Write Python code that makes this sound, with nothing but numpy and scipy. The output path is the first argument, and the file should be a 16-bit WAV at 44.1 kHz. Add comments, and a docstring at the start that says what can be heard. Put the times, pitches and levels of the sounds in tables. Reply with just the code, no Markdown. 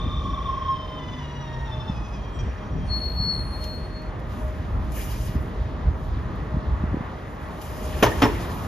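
"""Wind noise (flickering low noise, damped sine thumps), rolling roar of tram and traffic and fan hum run throughout.
A tram brakes a little to the left: stepped, phase-swung inverter whine, then a groan of two falling gear tones.
From 2.3 s short high whistles sound, and two brake discs squeal as wavering tones.
From 3.6 s valves tick and blow coloured hiss; from 7.9 s a car passes with a swell of hiss,
and its two axles clank a loose iron cover: random contacts ring its modes.
House fronts add a decaying wash; two microphone ports differ in phase and level."""
import sys
import numpy as np
from scipy import signal
from scipy.fft import rfft, irfft, next_fast_len
from scipy.io import wavfile
from scipy.ndimage import uniform_filter1d

SR = 44100
rng = np.random.default_rng(int(sys.argv[2]) if len(sys.argv) > 2 else 0)


def digitize_waveform(pressure):
    """Quantize a signal to 16-bit integers and store it at the path in sys.argv[1].

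    Rows of a 2-D input are taken as channels; values are limited to [-1, 1].
    """
    field = np.atleast_2d(pressure).T
    bounded = np.clip(field, -1, 1)
    quanta = np.round(bounded * 32767).astype(np.int16)
    wavfile.write(sys.argv[1], SR, quanta)


N = 382562
T = np.arange(N) / SR

# Rolling roar of tram and traffic: t/s, level/dB, gain of added treble/dB
ROAR_LEVELS = [(0, -39.5, 2.5), (2.5, -38.5, -1.5), (4.9, -38, -4.5), (6.93, -35.5, -14), (7.8, -36.5, -11),
               (7.9, -36.5, 10), (8.2, -31.5, 5.5), (8.5, -32, -3), (8.67, -35.5, -9)]
# Roar spectrum: f/Hz, level/dB
ROAR_COLOUR = [(60, 5), (200, -1), (400, -3), (700, -7), (1100, -7), (1500, -15), (1900, -13), (2300, -23),
               (3500, -27), (5000, -37), (7000, -41.5), (9000, -45.5), (12000, -53), (14500, -63.5)]
# Tram roof fans: f/Hz, level/dB
FAN_LINES = [(619.1, -51), (1233, -61)]

# Steady wind on the microphone: t/s, level/dB
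STEADY_WIND = [(0, -27), (.7, -33.5), (.85, -36.5), (1.76, -32.5), (2.4, -33), (3.3, -30.5), (4.3, -32),
               (4.7, -29), (6.9, -29.5), (7.2, -42.5), (7.9, -30.5), (8.67, -29.5)]
# Wind pressure spectrum: f/Hz, level/dB
WIND_COLOUR = [(20, -38), (36, -12.5), (50, -0.5), (70, -4), (110, -13.5), (200, -29.5), (500, -41)]
# Buffeting spectrum: f/Hz, level/dB
BUFFET_COLOUR = [(40, -30.5), (100, 2.5), (150, 0), (250, -5), (400, -16.5), (800, -43)]
# Gusts: t/s, level/dB, buffeting relative to gust/dB
GUSTS = [(.05, -24.5, -4), (2.0, -26.5, -16), (2.44, -23.5, -10), (2.79, -23, -4.5), (2.92, -22, -13.5),
         (3.27, -25.5, -4), (4.781, -21.5, -7.5), (4.88, -21, -22), (5.38, -22.5, -9), (5.62, -26.5, -15),
         (5.89, -22, -10.5), (6.16, -24.5, -21), (6.54, -21.5, -18.5), (6.73, -22.5, -18), (6.9, -22, -9.5)]
GUST_RISE_DB_PER_S, GUST_FALL_DB_PER_S = 91, 103.5
STEADY_BUFFET_DB = -7  # relative to steady wind
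# Single eddies: t/s, envelope peak/dB, f/Hz
THUMPS = [(1.895, -13.5, 156), (2.418, -18.5, 121.5), (2.721, -22.5, 121.5), (2.834, -21.5, 120),
          (3.198, -18.5, 120), (5.289, -17.5, 127), (5.351, -14.5, 194), (5.909, -24, 217),
          (6.541, -14, 120), (6.565, -14, 177), (6.834, -11.5, 169), (6.939, -11, 204), (6.965, -18, 247),
          (7.004, -16.5, 173)]
THUMP_CYCLES = 0.46  # Gaussian half-width at 1/e

# Inverter, held between steps: t/s, switching f/Hz, level/dB
INVERTER_STEPS = [(0, 1170, -47), (0.248, 1108, -48), (0.492, 1066, -49), (0.681, 1075, -49),
                  (0.74, 1036, -52), (0.99, 1001, -49), (1.21, 965, -47.5), (1.44, 932, -52.5),
                  (1.68, 884, -54.5), (1.92, 842, -54.5), (2.158, 808, -60), (2.389, 804, -82.5),
                  (2.95, 800, -106)]
# Motor rotation before slip: t/s, f/Hz
MOTOR_RATE = [(0, 26.4), (.6, 24.6), (3.0, 2.74)]
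# Switching harmonics: multiple of switching f, level under hard braking/dB, level once eased/dB
SWITCHING_HARMONICS = [(1, 7, 7.5), (2, -9, -3), (3, -1, 2), (3.5, -12, -9.5), (4, -17.5, -2.5),
                       (5, -13.5, -12), (6, -12, -11), (7, -20, -11.5), (8, -22, -10)]
# Motor housing response: f/Hz, gain/dB
HOUSING_COLOUR = [(800, -20), (885, 2.5), (960, -9.5), (1020, -6), (1070, 13), (1150, 0), (1250, -14.5),
                  (1700, -27), (1860, 7), (1930, -8.5), (2010, 0.5), (2150, -26), (2330, 2), (2430, -6),
                  (2560, -7.5), (2700, -13), (2900, -10), (3200, 1.5), (3400, -10), (3560, 5.5),
                  (3670, -0.5), (3800, -14), (4300, -47), (5100, -1.5), (5700, -3), (7000, -26)]
# Per driven axle: share of the motor rate
AXLE_SLIP = [0.92, 0.99, 1.018]
# Per driven axle: inverter step lag/s
AXLE_STEP_LAG_S = [-.015, 0, .035]
# Per driven axle, nearest loudest: gain/dB
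AXLE_GAIN_DB = [-4, 4, -3]
HARD_SWING_RAD, EASED_SWING_RAD = 2.57, 0.47
BRAKING_EASES_S, SWING_FADE_PER_S = 0.68, 0.42
TILT_DB_PER_OCTAVE_S = 1.22  # grows each second once braking eases
CREEP_S, CREEP_TILT_DB_PER_OCTAVE = 2.39, 8
CALM_DB = -5  # part of each harmonic that swings no wider than the first
THROB_SHARE, IN_STEP_S = 0.7, 0.585  # axles throb together at IN_STEP_S

STREET_DB, STREET_T60_S = -13, 0.47

# Gear meshes: f at the swell/Hz, t/s, level/dB, rise/(dB/s), hold/s, fall/(dB/s)
GEAR_MESHES = [(141.2, 1.3, -39, 21.5, 0.59, 30), (293.5, 0.75, -43.5, 75, 0.28, 24)]
MESH_SAG_PER_S = 0.32  # exponential pitch decay rate

# Disc modes: t/s, f/Hz, level/dB
UPPER_DISC = [(2.86, 4330, -71), (2.906, 4331, -35.5), (2.94, 4333, -29), (2.98, 4335, -30),
              (3.003, 4354, -40.5), (3.05, 4340, -31), (3.14, 4350, -47.5), (3.17, 4357, -36),
              (3.232, 4360, -27.5), (3.3, 4368, -27.5), (3.372, 4364, -40.5), (3.4, 4366, -55),
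              (3.435, 4340, -53), (3.55, 4330, -62)]
LOWER_DISC = [(2.92, 4280, -62), (2.97, 4295, -47), (3.02, 4285, -44), (3.056, 4304, -39.5),
              (3.166, 4274, -49.5), (3.226, 4281, -37), (3.29, 4284, -49), (3.345, 4290, -32),
              (3.37, 4292, -39), (3.41, 4305, -36.5), (3.5, 4290, -53), (3.54, 4296, -41),
              (3.596, 4302, -49), (3.628, 4300, -38.5), (3.74, 4310, -39.5), (3.82, 4308, -50.5),
              (3.855, 4312, -46.5), (3.885, 4312, -62), (3.97, 4313, -46), (4.034, 4340, -60),
              (4.05, 4330, -74), (4.085, 4308, -62), (4.12, 4305, -80)]
# Disc overtones, a row per disc: second relative to mode/dB, third relative to mode/dB
DISC_OVERTONES_DB = [(-36.5, -44), (-21.5, -36)]
# Short high whistles: t/s, length/s, first f/Hz, last f/Hz, level/dB
HIGH_WHISTLES = [(2.299, 0.2, 7600, 7650, -65), (2.828, 0.13, 8900, 9200, -56),
                 (2.934, 0.14, 10700, 11000, -60), (2.98, .23, 8300, 8500, -64),
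                 (3.16, 0.14, 9330, 9450, -60.5), (3.298, 0.26, 9300, 9200, -53.5),
                 (3.38, 0.29, 10600, 10650, -68), (2.978, 0.33, 12800, 12950, -66),
                 (3.356, 0.48, 13050, 13260, -69), (3.72, 0.2, 8620, 8900, -63),
                 (7.7, 0.18, 5010, 5005, -64)]
TRAM_PAN_DB, SQUEAL_PAN_DB = 0.6, 3  # left minus right

# Air jets, and at 7.95 s the hissing swell of a passing car:
# t/s, level/dB, rise/(dB/s), hold/s, fall/(dB/s, sign ignored)
HISS_SWELLS = [(3.625, -53, 189, 0.0059, 88), (4.32, -55, 300, .01, 43), (4.74, -89, 57, .01, 100),
               (4.955, -41, 506, 0.095, 65), (5.22, -49, 61, 0.047, 110), (6.016, -65, 160, .01, 44),
               (7.6, -65, 22, .01, 53), (7.615, -51, 2000, .1, -3), (7.95, -50, 40, 0.31, 16)]
# Hiss spectrum: f/Hz, level/dB
HISS_COLOUR = [(900, -27), (1700, 5), (2600, -3), (3300, -3), (4200, -4.5), (5500, -2.5), (6600, -3),
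               (8500, 0), (10500, -4.5), (12000, -5), (14000, -4.5), (14500, -2.5)]
# Pipe resonances: f/Hz, width/Hz, lift/dB
PIPE_RESONANCES = [(2410, 170, 10), (2860, 200, 11), (3150, 150, 9), (5020, 240, 4), (6550, 160, 5),
                   (11500, 200, 7), (12200, 120, 9), (13000, 180, 4)]
# Valve ticks: t/s, envelope level/dB
VALVE_TICKS = [(3.64, -41), (4.0194, -54), (4.1944, -52), (4.92, -43), (6.3555, -54), (7.6161, -49)]
LEAK_DB = -75.5

# Wheel blows: t/s, level/dB, twice the decay time/s, crack relative to level/dB,
# gain of modes below 1500 Hz/dB, treble gain/dB, favoured mode f/Hz
WHEEL_BLOWS = [(7.918, -31, 0.026, -4, -8, -9, 1900), (8.0254, -9.5, 0.037, 1.5, 0, 0.5, 6300),
               (8.06, -18, 0.024, 0, 4, -3, 870), (8.114, -24, 0.014, -6, -4, -18, 1900),
               (8.218, -8.5, 0.041, -1, 1.5, -5, 5400), (8.251, -18, 0.021, -0.5, -5.5, -5, 735)]
# Cover modes: f/Hz, level/dB, t60/s
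COVER_MODES = [(113, -1.5, 0.22), (231, -5.5, 0.16), (285.4, -5.5, 0.19), (338, -13.5, 0.4),
               (421.6, -2.5, 0.27), (486, -8, 0.28), (602, -9.5, 0.22), (666, -6, 0.11), (724, -5.5, 0.073),
               (865, -0.5, 0.06), (969, -5, 0.14), (1013, -1, 0.057), (1245, -5, 0.1), (1260, -24, 0.1),
               (1820, 2, 0.05), (1830, -3, 0.059), (2800, -10.5, 0.051), (3180, -12.5, 0.035),
               (3970, -35, .06), (5330, -19, 0.052), (6260, -26.5, 0.048), (11800, -28, 0.15)]
# Impact noise spectrum: f/Hz, level/dB
CRACK_COLOUR = [(100, -2), (300, 4.5), (1000, 3), (2000, -8), (3200, -6), (4200, -18), (6000, -16.5),
                (9000, -27), (11800, -21), (14500, -29)]
MODE_SPLIT_SHARE, MODE_SCATTER_DB = 0.03, 3  # standard deviations
FAVOURED_MODE_DB, COVER_SIDE_DB = 11, -12

# Unrelated side signal: f/Hz, side minus mid/dB
SIDE_COLOUR = [(60, -17), (200, -13), (400, -10.5), (800, -7.5), (1400, 0), (2000, -12), (3000, -18),
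               (5000, -3), (7000, -5.5), (8000, -49.5), (9000, -19.5), (10000, 0), (11500, -22),
               (13000, -14), (14500, -20)]
# Microphone ports: f/Hz, phase lead of right/rad
PORT_LEAD = [(100, 0.06), (700, 0.6), (2000, 0.5), (2800, -1.5), (5200, -0.2), (6000, 1.24), (7000, -2),
             (7500, 4.5), (7800, np.pi), (9100, np.pi), (10000, 5.5), (10800, 2 * np.pi),
             (13200, 2 * np.pi), (14500, 10)]
# Microphone ports: f/Hz, left minus right/dB
PORT_BALANCE = [(1000, 0), (1400, -2), (2000, 1.5), (3000, 1), (5000, 4), (6500, -0.5)]
TOP_HZ = 14750


def undb(db):
    """Amplitude from dB."""
    return 10 ** (np.asarray(db) / 20)


def on_hz(table, hz):
    """Value of a (Hz, value) table, linear in log frequency."""
    table_hz, values = np.transpose(table)
    return np.interp(np.log(np.maximum(hz, 1)), np.log(table_hz), values)


def columns(table, t):
    """Columns of a time table, interpolated at t."""
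    table_s, *curves = np.transpose(table)
    return [np.interp(t, table_s, curve) for curve in curves]


def colour(x, table):
    """Zero-phase filter along time by a (Hz, dB) table."""
    size = next_fast_len(x.shape[-1])
    gain = undb(on_hz(table, np.fft.rfftfreq(size, 1 / SR)))
    return irfft(rfft(x, size) * gain, size)[..., :x.shape[-1]]


def unit(x):
    """Scale to rms 1."""
    return x / np.sqrt(np.mean(x ** 2))


def walk(rate_hz):
    """Random levels, one per 1 / rate_hz, slewed; rms 1."""
    hold = int(SR / rate_hz)
    levels = np.repeat(rng.standard_normal(N // hold + 1), hold)[:N]
    return unit(uniform_filter1d(levels, hold))


def stereo(mid, side):
    """Left and right from a centre and an unrelated side signal."""
    side = colour(side, SIDE_COLOUR)
    return np.array([mid + side, mid - side])


def hiss(table, flicker_db, rate_hz, octaves):
    """Stereo noise, mid rms 1; bands centred on 2**octave Hz flicker independently."""
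    size = next_fast_len(N)
    hz = np.fft.rfftfreq(size, 1 / SR)
    spectra = rfft(rng.standard_normal((2, size))) * undb(on_hz(table, hz))
    noise = 0
    for octave in range(*octaves):
        distance = np.clip(np.log2(hz + 1) - octave, -1, 1)
        mask = np.cos(np.pi / 2 * distance) ** 2
        band = irfft(spectra * mask, size)[:, :N]
        noise = noise + band * undb(flicker_db * walk(rate_hz))
    mid, side = noise / np.sqrt(np.mean(noise[0] ** 2))
    return stereo(mid, side)


def tone(hz, db):
    """Sine of varying pitch, random phase, rms level db."""
    cycles = np.cumsum(hz) / SR + rng.random()
    return np.sqrt(2) * undb(db) * np.sin(2 * np.pi * cycles)


def swell(start_s, db, rise_db_per_s, hold_s, fall_db_per_s):
    """Gain that rises to db at start_s, holds and falls, linear in dB."""
    before_s = np.maximum(start_s - T, 0)
    after_s = np.maximum(T - start_s - abs(hold_s), 0)
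    return undb(db - abs(rise_db_per_s) * before_s - abs(fall_db_per_s) * after_s)


def bursts(starts_s, levels_db, decays_s, rise_s):
    """Sum of envelopes that rise quickly and decay exponentially."""
    envelope = np.zeros(N)
    for start_s, db, decay_s in zip(starts_s, levels_db, decays_s):
        t = np.maximum(T - start_s, 0)
        envelope += undb(db) * (1 - np.exp(-t / rise_s)) * np.exp(-t / decay_s)
    return envelope


def road():
    """Rolling roar of tram and traffic; its treble fades and returns as a car passes. Roof fans hum."""
    db, treble_db = columns(ROAR_LEVELS, T)
    roar = hiss(ROAR_COLOUR, 1.3, 10, octaves=(6, 15))
    treble = colour(roar, [(1200, -67), (2500, -4.0)])
    hum = sum(tone(hz * (1 + 0.004 * walk(3)), line_db + 4 * walk(10)) for hz, line_db in FAN_LINES)
    return (roar + treble * undb(treble_db)) * undb(db) + hum


def wind():
    """Slow pressure swings, rougher buffeting above them, and single eddies of a cycle or two."""
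    steady = undb(columns(STEADY_WIND, T)[0])
    gusts = np.array([swell(s, db, GUST_RISE_DB_PER_S, 0, GUST_FALL_DB_PER_S) for s, db, _ in GUSTS])
    gust_buffets = undb(np.array(GUSTS)[:, 2:]) * gusts
    pressure_gain = np.maximum(steady, gusts.max(0))
    buffet_gain = np.maximum(steady * undb(STEADY_BUFFET_DB), gust_buffets.max(0))
    out = hiss(WIND_COLOUR, 0.93, 9.1, octaves=(5, 9)) * pressure_gain
    out = out + hiss(BUFFET_COLOUR, 2.74, 20, octaves=(6, 10)) * buffet_gain
    for start_s, peak_db, hz in THUMPS:
        cycles = (T - start_s - 0.006) * hz
        out += undb(peak_db) * np.sin(2 * np.pi * cycles) * np.exp(-(cycles / THUMP_CYCLES) ** 2)
    return out


def whine():
    """Pulse edges swing at the motor rate, spreading each switching harmonic; the housing colours them."""
    n = int(INVERTER_STEPS[-1][0] * SR) + 4000
    t = T[:n]
    step_s, carrier_hz, step_db = np.transpose(INVERTER_STEPS)
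    motor_hz = columns(MOTOR_RATE, t)[0]
    eased = uniform_filter1d(1. * (t > BRAKING_EASES_S), 400)
    since_eased_s = t - BRAKING_EASES_S
    eased_swing = EASED_SWING_RAD * np.exp(-SWING_FADE_PER_S * since_eased_s)
    swing_rad = HARD_SWING_RAD * (1 - eased) + eased_swing * eased
    tilt_db = TILT_DB_PER_OCTAVE_S * since_eased_s * eased + CREEP_TILT_DB_PER_OCTAVE * (t > CREEP_S)
    turns = np.cumsum(motor_hz) / SR
    turns = turns - turns[int(IN_STEP_S * SR)]

    clocks, swings, gains, throbs = [], [], [], []
    for slip, lag_s, axle_db in zip(AXLE_SLIP, AXLE_STEP_LAG_S, AXLE_GAIN_DB):
        held = np.maximum(np.searchsorted(step_s + lag_s, t, "right") - 1, 0)
        turn = 2 * np.pi * slip * turns
        edge_motion = np.sin(turn) + 0.5 * np.sin(2 * turn + 6 * rng.random()) + 0.29 * walk(90)[:n]
        swings.append(swing_rad * edge_motion)
        clocks.append(2 * np.pi * (np.cumsum(carrier_hz[held]) / SR + rng.random()))
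        gains.append(undb(axle_db + uniform_filter1d(step_db[held], size=400)))
        throbs.append(THROB_SHARE * (1 - eased) * np.cos(turn))
    clocks, swings, throbs = np.array(clocks), np.array(swings), np.array(throbs)

    lines = 0
    for k, hard_db, eased_db in SWITCHING_HARMONICS:
        waver_db = 1.5 * walk(30)[:n]
        db = hard_db + (eased_db - hard_db) * eased + tilt_db * np.log2(k) + waver_db
        wide = np.sin(k * (clocks + swings))
        calm = undb(CALM_DB) * np.cos(k * clocks + swings)
        axles = gains * (1 + throbs / k) * (wide + calm)
        lines = lines + undb(db) * axles.sum(0)
    return np.pad(colour(lines, HOUSING_COLOUR), (0, N - n))


def street(x):
    """House fronts return a decaying wash, slightly brighter in the treble, unrelated left and right."""
    t = T[:SR]
    noise = colour(rng.standard_normal((2, SR)), [(1000, -2.2), (8000, -0.25)])
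    tail = noise * 1000 ** (-t / STREET_T60_S) * (t > 0.02)
    tail = tail / np.sqrt(np.sum(tail[0] ** 2))
    return undb(STREET_DB) * signal.fftconvolve(x[None], tail)[:, :N]


def gears():
    """Two gear meshes wind down as a rough, wavering groan of falling tones."""
    groan = 0
    for mesh_hz, start_s, *shape in GEAR_MESHES:
        hz = mesh_hz * np.exp(-MESH_SAG_PER_S * (T - start_s)) * (1 + 0.035 * walk(30))
        groan = groan + tone(hz, 3 * walk(11.53)) * swell(start_s, *shape)
    return groan


def squeal():
    """Each disc sings a mode with patchy stick-slip overtones; short wavering high whistles sound around them."""
    out = np.zeros(N)
    for disc, overtones_db in zip((UPPER_DISC, LOWER_DISC), DISC_OVERTONES_DB):
        hz, db = columns(disc, T)
        song = tone(hz, 1.1 * walk(35))
        for multiple, overtone_db in enumerate(overtones_db, start=2):
            song = song + tone(multiple * hz, overtone_db + 4 * walk(14))
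        gate = uniform_filter1d(1. * (T > disc[0][0]) * (T < disc[-1][0]), 800)
        out += song * undb(db) * gate
    for start_s, length_s, first_hz, last_hz, db in HIGH_WHISTLES:
        start, n = int(start_s * SR), int(length_s * SR)
        hz = np.linspace(first_hz, last_hz, n) * (1 + 0.006 * walk(120)[:n])
        out[start:start + n] += np.hanning(n) ** 0.5 * tone(hz, db + 3 * walk(26.6)[:n])
    return out


def valves_and_car_hiss():
    """Air jets with pipe resonances over a faint leak, dry valve ticks; a passing car swells in the same hiss."""
    tick_s, tick_db = np.transpose(VALVE_TICKS)
    ticks = bursts(tick_s, tick_db, np.full(len(tick_s), 0.006), 0.00017)
    hz = np.geomspace(500, 16000, 800)
    db = on_hz(HISS_COLOUR, hz)
    for pipe_hz, width_hz, lift_db in PIPE_RESONANCES:
        db = db + lift_db / (1 + (2 * (hz - pipe_hz) / width_hz) ** 2)
    gain = undb(LEAK_DB) + sum(swell(*shape) for shape in HISS_SWELLS) + ticks
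    return hiss(np.transpose([hz, db]), 2.4, 30, octaves=(11, 15)) * gain


def cover():
    """Each wheel slams the cover, which chatters in its frame; every blow rings its modes differently."""
    t = T[:SR // 2]
    hz, mode_db, t60_s = np.array(COVER_MODES).T[:, :, None]
    out = 0
    for start_s, db, length_s, crack_db, low_db, treble_db, favoured_hz in WHEEL_BLOWS:
        # three close partners per mode
        level_chance, pitch_chance, phase_chance = rng.standard_normal((3, 3, len(COVER_MODES), 1))
        favour_db = FAVOURED_MODE_DB * (abs(hz / favoured_hz - 1) < 0.04)
        gain = undb(mode_db + low_db * (hz < 1500) + favour_db + MODE_SCATTER_DB * level_chance)
        partner_hz = hz * (1 + MODE_SPLIT_SHARE * pitch_chance * (hz < 4000))
        partners = gain * np.sin(2 * np.pi * partner_hz * t + 3 * phase_chance) * 1000 ** (-t / t60_s)
        ring = partners.sum((0, 1))
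        # some 1800 contacts a second
        chatter = rng.uniform(-1.63, 2.05, (2, N)) * (rng.random((2, N)) < 0.04)
        contacts = chatter * bursts([start_s], [db - 22.5], [0.5 * length_s], 0.002)
        iron = signal.fftconvolve(contacts, ring[None])[:, :N]
        noise = colour(rng.standard_normal((2, N)), CRACK_COLOUR)
        crack = noise / np.std(noise[0]) * bursts([start_s], [db + crack_db], [0.5 * length_s], 0.002)
        out = out + colour(iron + crack, [(3000, 0), (9000, treble_db)])
    return stereo(out[0], out[1] * undb(COVER_SIDE_DB))


def scene():
    """Tram panned left, cover, their street wash, hiss, wind and road."""
    half_pan = np.array([[0.5], [-0.5]])
    motors, brakes, iron = whine() + gears(), squeal(), cover()
    tram = motors * undb(half_pan * TRAM_PAN_DB) + brakes * undb(half_pan * SQUEAL_PAN_DB)
    wash = street(motors + brakes + iron.mean(0))
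    return tram + iron + wash + valves_and_car_hiss() + wind() + road()


def record(dry):
    """Two ports differ in phase and level by frequency, opposed near 8 kHz; the top is cut."""
    size = next_fast_len(N)
    hz = np.fft.rfftfreq(size, 1 / SR)
    right = np.exp(0.5j * on_hz(PORT_LEAD, hz)) / undb(on_hz(PORT_BALANCE, hz) / 2)
    left = np.conj(right) / abs(right) ** 2
    ports = irfft(rfft(dry, size) * [left, right], size)[:, :N]
    low_pass = signal.ellip(10, 0.2, 80, TOP_HZ, fs=SR, output="sos")
    return signal.sosfilt(low_pass, ports)


dry = scene()
out = record(dry)
digitize_waveform(out)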